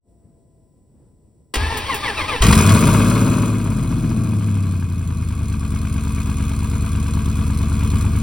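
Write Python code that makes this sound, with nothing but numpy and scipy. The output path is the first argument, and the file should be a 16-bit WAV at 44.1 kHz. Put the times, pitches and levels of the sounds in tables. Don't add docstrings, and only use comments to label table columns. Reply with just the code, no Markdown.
import sys
import numpy as np
from scipy import signal
from scipy.fft import rfft, irfft, next_fast_len
from scipy.io import wavfile
from scipy.ndimage import uniform_filter1d

SR = 44100
rng = np.random.default_rng(int(sys.argv[2]) if len(sys.argv) > 2 else 0)


def int16_out(signal):
    q = np.round(np.clip(np.atleast_2d(signal).T, -1, 1) * 32767)
    wavfile.write(sys.argv[1], SR, q.astype(np.int16))


N = 362502
TIME = np.arange(N) / SR
CRANK_START_S, CATCH_S, CRANK_END_S = 1.56, 2.4, 2.45

# bank (0 or 1), pulse_db, travel_ms, puff_db, tick_db
CYLINDER_TRAITS = [(1, -0.5, 5.15, 9.5, 5), (0, -3.5, 7.09, -3, 2.5), (0, -0.5, 6.79, -3.5, 6.5),
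                   (1, -0.6, 6.1, -5, -3.5), (0, -0.64, 5.184, 1, 8.5), (1, 2, 5.88, 2, 7.5),
                   (1, 5, 6.095, -0.5, -5), (0, -1.4, 4.56, -15, 6)]
# frequency_hz, gain_db
SPIT_COLOUR = [(400, -18), (750, -13), (920, 0), (1150, -3.5), (1600, -3.5), (1830, -18), (2300, -9),
               (3400, -16), (6000, -27), (12000, -38)]


def undb(db):
    return 10 ** (np.asarray(db) / 20)


def unit(x):
    return x / np.sqrt(np.mean(x ** 2))


def curves(table):
    times, *columns = np.transpose(table)
    return [np.interp(TIME, times, column) for column in columns]


def butter(x, hz, kind, order=2):
    return signal.sosfilt(signal.butter(order, hz, kind, fs=SR, output="sos"), x)


def colour(x, points, size=1024):
    hz, db = np.transpose(points)
    bins_hz = np.maximum(np.arange(size // 2 + 1) * SR / size, 1)
    cepstrum = irfft(np.log(undb(np.interp(np.log(bins_hz), np.log(hz), db))))
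    cepstrum[1:size // 2] *= 2
    cepstrum[size // 2 + 1:] = 0
    taps = irfft(np.exp(rfft(cepstrum)))
    return signal.oaconvolve(np.atleast_2d(x), taps[None], axes=1)[:, :N]


def ring(x, modes):
    return sum((-1) ** k * undb(db) * signal.lfilter(*signal.iirpeak(hz, hz / width_hz, SR), x)
               for k, (hz, width_hz, db) in enumerate(modes))


def noise(side_db):
    mid, side = rng.standard_normal((2, N))
    return mid + undb(side_db) * np.array([side, -side])


def walk(rate_hz):
    step = int(SR / rate_hz)
    stairs = np.repeat(rng.standard_normal(N // step + 1), step)[:N]
    return unit(uniform_filter1d(stairs, step))


def steady(x, size=9700):
    power = uniform_filter1d(np.mean(np.atleast_2d(x) ** 2, axis=0), size)
    running = uniform_filter1d(1. * (TIME >= CATCH_S), size)
    return x * np.sqrt(np.abs(running) / (np.abs(power) + 1e-6 * power.max()))


def strikes(times, sizes):
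    return np.bincount(np.clip(times * SR, 0, N).astype(int), sizes, N + 1)[:N]


def fade(x, decay_s, rise_s=None):
    tails = signal.lfilter([1], [1, -np.exp(-1 / (decay_s * SR))], x)
    return fade(tails, rise_s) if rise_s else tails


def tone(hz, db, flutter_db, waver, waver_hz):
    gain = undb(db + flutter_db * walk(12.3)) * np.sqrt(2)
    pitch_hz = hz * (1 + waver * walk(waver_hz))
    return gain * np.sin(2 * np.pi * np.cumsum(pitch_hz) / SR)


def underbody(x, echo_db, own_db, decay_s=0.0094, size=900, count=60):
    lag = rng.integers(8, size, count)
    common, left, right = rng.standard_normal((3, count)) * np.exp(-lag / (decay_s * SR))
    taps = np.array([np.bincount(lag, common + undb(own_db) * own, size) for own in (left, right)])
    taps *= undb(echo_db) / np.sqrt(np.sum(taps ** 2) / 2)
    taps[0, 0] = taps[1, 1] = 1
    return signal.oaconvolve(np.broadcast_to(x, (2, N)), taps, axes=1)[:, :N]


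def outdoor_air():
    # frequency_hz, gain_db
    air_colour = [(15, -52), (25, -17), (70, -7), (145, -12.5), (488, -23.5), (930, -40.5), (1010, -39),
                  (1090, -48), (1970, -57), (6460, -53), (8150, -42.5), (12000, -61), (15600, -82),
                  (22000, -120)]
    # peak_s, level_db
    thumps = [(.27, -55), (1.02, -52.5)]
    air = undb(-54.5 + .8 * walk(16)) * unit(colour(noise(side_db=-9), air_colour, size=8192))
    thud = unit(butter(noise(side_db=-14), [55, 230], "band"))
    return air + thud * sum(undb(db) * np.exp(-((TIME - s) / 0.092) ** 2) for s, db in thumps)


def fuel_pump():
    prime_s, start_hz, sag_hz_per_s = 0.73, 690, 47
    pitch_hz = start_hz - sag_hz_per_s * np.minimum(TIME, prime_s)
    whine = tone(pitch_hz, db=-71, flutter_db=1, waver=.016, waver_hz=150)
    return whine * np.clip((prime_s - TIME) / .06, 0, 1)


def electrics():
    # pitch_hz, level_db
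    whines = [(1007, -82.5), (1960, -94), (5539, -90), (7903, -78.5), (8414, -88), (10050, -89),
              (15500, -85)]
    return sum(tone(hz, db, flutter_db=0.5, waver=0.0052, waver_hz=280) for hz, db in whines)


def cranking():
    # start_s, length_s, mesh_hz, sag_hz, load_db
    strokes = [(1.71, .1, 914.6, 74.9, -27.5), (1.883, 0.095, 1105, 309.3, -22.5),
               (2.027, 0.098, 1194, 387.5, -21), (2.168, .075, 1297, 305.2, -21),
               (2.274, .115, 1290, 440, -21.5)]
    start_hz, end_hz = 803, 1300
    attack_s, release_s, hold_share = 0.014, 0.028, 0.78
    corners, load = [(CRANK_START_S, start_hz)], 0
    for s, length_s, hz, sag_hz, db in strokes:
        corners += [(s, hz), (s + length_s, hz - sag_hz)]
        release = np.exp(-np.maximum(TIME - s - hold_share * length_s, 0) / release_s)
        load = load + undb(db) * np.clip((TIME - s) / attack_s, 0, 1) * release
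    corner_s, corner_hz = np.transpose(corners + [(CRANK_END_S, end_hz)])
    index = np.arange(len(corner_s))
    leg, part = np.divmod(np.interp(TIME, corner_s, index), 1)
    eased = leg + np.sin(np.pi * part / 2) ** 2
    return np.interp(eased, index, corner_hz), load


def starter():
    # mesh_multiple, relative_db
    partials = [(.29, -10), (.5, -7), (1, 0), (1.5, -9), (2, -.5), (3, -6.5), (4, -14)]
    # frequency_hz, gain_db
    grind_colour = [(59, 4), (100, 0), (140, -6), (289, -4.5), (328, -7), (424, -5.5), (583, -9), (991, -2),
                    (1360, -15.5), (2270, -6.5), (5080, -15), (6560, -24), (9610, -19.5), (12400, -42),
                    (16000, -22.5)]
    mesh_hz, load = cranking()
    phase = 2 * np.pi * np.cumsum(mesh_hz * (1 + .017 * walk(300))) / SR
    whine = sum(undb(db + 3.6 * walk(90)) * np.sin(multiple * phase) for multiple, db in partials)
    pinion = 1 + .4 * np.sin(phase / 9) + .25 * np.sin(2 * phase / 9)
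    whine = underbody(unit(whine * pinion), echo_db=-8, own_db=-6)
    grind = undb(0.83 * walk(250)) * noise(side_db=-13)
    grind = unit(underbody(colour(grind, grind_colour), echo_db=-7, own_db=-6))
    engaged = np.clip((TIME - CRANK_START_S) / 0.0092 + 1, 0, 1) * (TIME < CRANK_END_S)
    spin_up = undb(-27.5) * np.exp(-np.maximum(TIME - CRANK_START_S, 0) / 0.42)
    free_whine_db, free_grind_db = -43.5, -30
    whine_gain = np.hypot(undb(-4.5) * load, undb(free_whine_db) + undb(-3) * spin_up)
    grind_gain = np.hypot(np.hypot(undb(-6) * load, undb(free_grind_db)), spin_up)
    return engaged * (grind_gain * grind + whine_gain * whine)


def blows():
    # start_s, level_db, decay_s, treble_lift_db
    hits = [(1.538, -15.5, 0.015, 4), (1.553, -19, 0.0088, 0), (1.77, -25.5, 0.012, 19.5),
            (1.941, -32.5, 0.019, 25), (2.419, -13.5, 0.017, 0), (2.446, -18.5, 0.011, -8),
            (2.465, -10, 0.0042, 5), (2.484, -16, 0.0076, -7), (2.526, -10, 0.01, -10),
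            (2.553, -22, 0.01, 0), (2.581, -30, 0.01, 6), (2.694, -17.5, 0.0088, -3),
            (2.819, -16, 0.0022, -5)]
    # frequency_hz, gain_db
    crack_colour = [(180, -19), (300, -7), (749, -9), (1170, -8.5), (1840, -8.5), (2210, -6.5), (6740, -13),
                    (9550, -17.5), (12900, -33), (16000, -26)]
    crack = unit(underbody(colour(noise(side_db=-21), crack_colour), echo_db=5, own_db=-6.5))
    treble = butter(noise(side_db=-17), 7000, "high")
    out = np.zeros((2, N))
    for s, db, decay_s, lift_db in hits:
        age = np.maximum(TIME - s, 0)
        envelope = np.minimum(age / 0.0035, 1) * np.exp(-age / decay_s)
        out += undb(db) * envelope * (crack + undb(lift_db - 14) * treble)
    return out


def lurches():
    # start_s, pitch_hz, level_db, decay_s
    swings = [(1.567, 55.5, -13.5, 0.073), (1.614, 79, -14, 0.078), (1.952, 73, -42, 0.057),
              (2.208, 90, -25, 0.054), (2.407, 50.8, -7, 0.089)]
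    out = np.zeros(N)
    for s, hz, db, decay_s in swings:
        age = np.maximum(TIME - s, 0)
        out += undb(db) * np.exp(-age / decay_s) * np.sin(2 * np.pi * hz * age)
    return out


def hard_spits():
    # start_s, relative_db
    spits = [(3.158, -22), (3.424, -25), (4.483, -33), (4.824, -33.5), (5.105, -32)]
    times, db = np.transpose(spits)
    burst = unit(underbody(colour(noise(side_db=-25), SPIT_COLOUR), echo_db=-9, own_db=-11))
    return fade(strikes(times, undb(db - 4)), decay_s=.007) * burst


def gas_puffs(times, sizes_db, caught):
    # frequency_hz, gain_db
    gas_colour = [(240, -36), (400, -1.5), (462, 2), (514, -39.5), (646, -7.5), (711, -16), (1160, -9),
                  (1620, -13.5), (1830, -24), (1990, -9.5), (2530, -8), (2780, -23.5), (3100, -13.5),
                  (3710, -22.5), (7000, -29), (9100, -45), (15400, -120)]
    # pitch_hz, width_hz, gain_db
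    panels = [(440, 9, -7), (553, 55, -7), (630, 6, -22), (929, 26, 9), (1123, 84, 0.5), (1470, 8.3, -11),
              (1400, 37, -17), (1671, 93, -5), (2413, 93, 2)]
    puffs = fade(strikes(times, undb(sizes_db)), decay_s=0.012, rise_s=0.00025)
    rush = (unit(puffs) + .85 * caught) * noise(side_db=-18)
    gas = unit(colour(rush, gas_colour)) + undb(-4.5) * unit(ring(rush, panels))
    return steady(underbody(gas, echo_db=-4.5, own_db=-16))


def leak(times, sizes):
    opening = fade(strikes(times, sizes), decay_s=.005, rise_s=.0004)
    spits = colour(opening * noise(side_db=-18), SPIT_COLOUR)
    return steady(underbody(spits, echo_db=-11, own_db=-8))


def manifold_ticks(times, sizes_db, caught):
    # frequency_hz, gain_db
    tick_colour = [(2500, -9), (4500, -1), (5600, -2.5), (6700, 1), (8000, 1), (9600, 3), (11500, -5),
                   (13000, -9.5), (15500, -2.5)]
    envelope = fade(strikes(times, undb(sizes_db)), decay_s=0.0012, rise_s=0.00066)
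    ticks = colour((unit(envelope) + 0.74 * caught) * noise(side_db=-13), tick_colour)
    return steady(underbody(ticks, echo_db=4, own_db=-16))


def exhaust(times, cylinder):
    # pitch_hz, width_hz, gain_db
    pipe_a = [(44.5, 4.3, 7.5), (82.3, 31.4, 7.5), (104.6, 27.65, 10), (162.75, 35, 7.5), (174.36, 35.6, 7),
              (214.7, 8, 1.5), (269.4, 7.8, -5.5), (334.2, 12.2, -13), (437.5, 6.9, -19.5)]
    pipe_b = [(52.6, 7.1, 6.5), (69, 46.5, 1.15), (101.6, 6.04, 11.5), (132.9, 5.2, -2.5),
              (167.8, 13.3, -1), (220.2, 11.92, 15), (220, 16.58, 14.5), (268, 190, -20), (440, 170, -31)]
    bark_modes = [(435, 68, 2), (470, 37, 0), (553, 33.4, 1), (643, 21, -1.5), (953, 110, -4),
                  (1330, 420, -8.5)]
    # time_s, relative_db
    sharpness = [(2.4, -7), (2.8, 7.5), (3.3, 13), (3.8, -2), (4.2, 8), (4.7, -2), (5.3, -55), (8.2, -42)]
    bank, pulse_db, travel_ms = np.array(CYLINDER_TRAITS)[cylinder].T[:3]
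    scatter_db = 1.27 + 2.5 * np.exp((CATCH_S - times) / 0.51)
    time_luck, size_luck = rng.standard_normal((len(times), 2)).T
    arrivals = times + (travel_ms + .12 * scatter_db * time_luck) / 1000
    sizes = undb(pulse_db + scatter_db * size_luck)
    pipes = ring(strikes(arrivals, sizes * (bank == 0)), pipe_a)
    pipes += ring(strikes(arrivals, sizes * (bank == 1)), pipe_b)
    pipes = butter(butter(pipes, 36, "high"), 36, "high")
    pipes = butter(pipes, 700, "low")
    edge = 2 * undb(curves(sharpness)[0]) * butter(pipes, 300, "high", order=1)
    bark = butter(ring(strikes(arrivals, sizes), bark_modes), [330, 1700], "band")
    return steady(pipes + edge), steady(bark)


def engine():
    # time_s, firing_hz
    speed = [(2.4, 53.52), (2.8, 123.31), (2.95, 139.32), (3.15, 149.25), (3.3, 151.77), (3.5, 146.05),
             (3.75, 128.16), (4.25, 108.82), (4.55, 98.07), (4.85, 88.61), (5.5, 72.72), (6.3, 71.98),
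             (6.8, 73.54), (7.3, 72.75), (8.22, 74.02)]
    # time_s, pipe_db, gas_db
    effort = [(2.62, -9.5, -21.5), (3.44, -15.5, -34), (3.59, -18, -39), (4.69, -17, -43),
              (4.89, -20.5, -45.5), (6.17, -19.5, -39), (7.64, -17, -38.5), (8.02, -15, -36),
              (8.05, -16, -38.5)]
    idle_hz, leaky_cylinder = 73, 7
    firing_hz, = curves(speed)
    pipe_db, gas_db = curves(effort)
    fired = np.cumsum(firing_hz * (TIME >= CATCH_S)) / SR
    count = np.arange(1, int(fired[-1]) + 1)
    times = np.interp(count, fired, TIME)
    cylinder = count % len(CYLINDER_TRAITS)
    puff_db, tick_db = np.array(CYLINDER_TRAITS)[cylinder].T[3:]
    puff_luck, tick_luck, lag_luck, leak_luck = rng.standard_normal((len(times), 4)).T
    caught = np.clip((TIME - CATCH_S - .012) / 0.0049, 0, 1)
    boom, bark = exhaust(times, cylinder)
    gas = gas_puffs(times, puff_db + 2.3 * puff_luck, caught)
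    spits = leak(times - .004, (cylinder == leaky_cylinder) * undb(1.6 * leak_luck))
    ticks = manifold_ticks(times + 0.0012 + 0.00061 * lag_luck, tick_db + 2.2 * tick_luck, caught)
    octaves = np.log2(firing_hz / idle_hz)
    spit_db, bark_db = -8.5 + 1.5 * octaves, -12.5 + 14.5 * octaves
    clatter = undb(0.5) * gas + undb(spit_db) * spits + undb(-1.5) * ticks
    return undb(pipe_db - 0.15) * boom + undb(gas_db) * (clatter + undb(bark_db) * bark)


def scene():
    truck = engine() + hard_spits() + starter() + blows() + lurches()
    fade_in = np.minimum(TIME / 0.094, 1) ** 2
    return truck + fade_in * (outdoor_air() + fuel_pump() + electrics())


def record(dry):
    # frequency_hz, difference_db, lead_rad
    ports = [(40, .5, .1), (100, 1, .15), (190, 3, .25), (420, 0, .1), (690, 5, 1.1), (790, -2, .4),
             (930, 5.5, .4), (1340, 5.5, -.7), (1950, 0, 0), (2650, 0, 0), (3100, 2, .9), (5100, 1, 0),
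             (6600, 2.5, -3.14), (8500, 0, -6.2), (10100, 0, -6.3), (15200, 0, -12.5)]
    hz, difference_db, lead_rad = np.transpose(ports)
    size = next_fast_len(N + 4096)
    bins_hz = np.arange(size // 2 + 1) * SR / size
    half = undb(np.interp(bins_hz, hz, difference_db) / 2) * np.exp(.5j * np.interp(bins_hz, hz, lead_rad))
    heard = irfft(rfft(dry, size) * np.array([half, 1 / half]), size)[:, :N]
    rounded = heard / (1 + np.abs(heard) ** 8) ** (1 / 8)
    return signal.sosfilt(signal.ellip(10, .2, 70, 16000, fs=SR, output="sos"), rounded)


dry = scene()
out = record(dry)
int16_out(out)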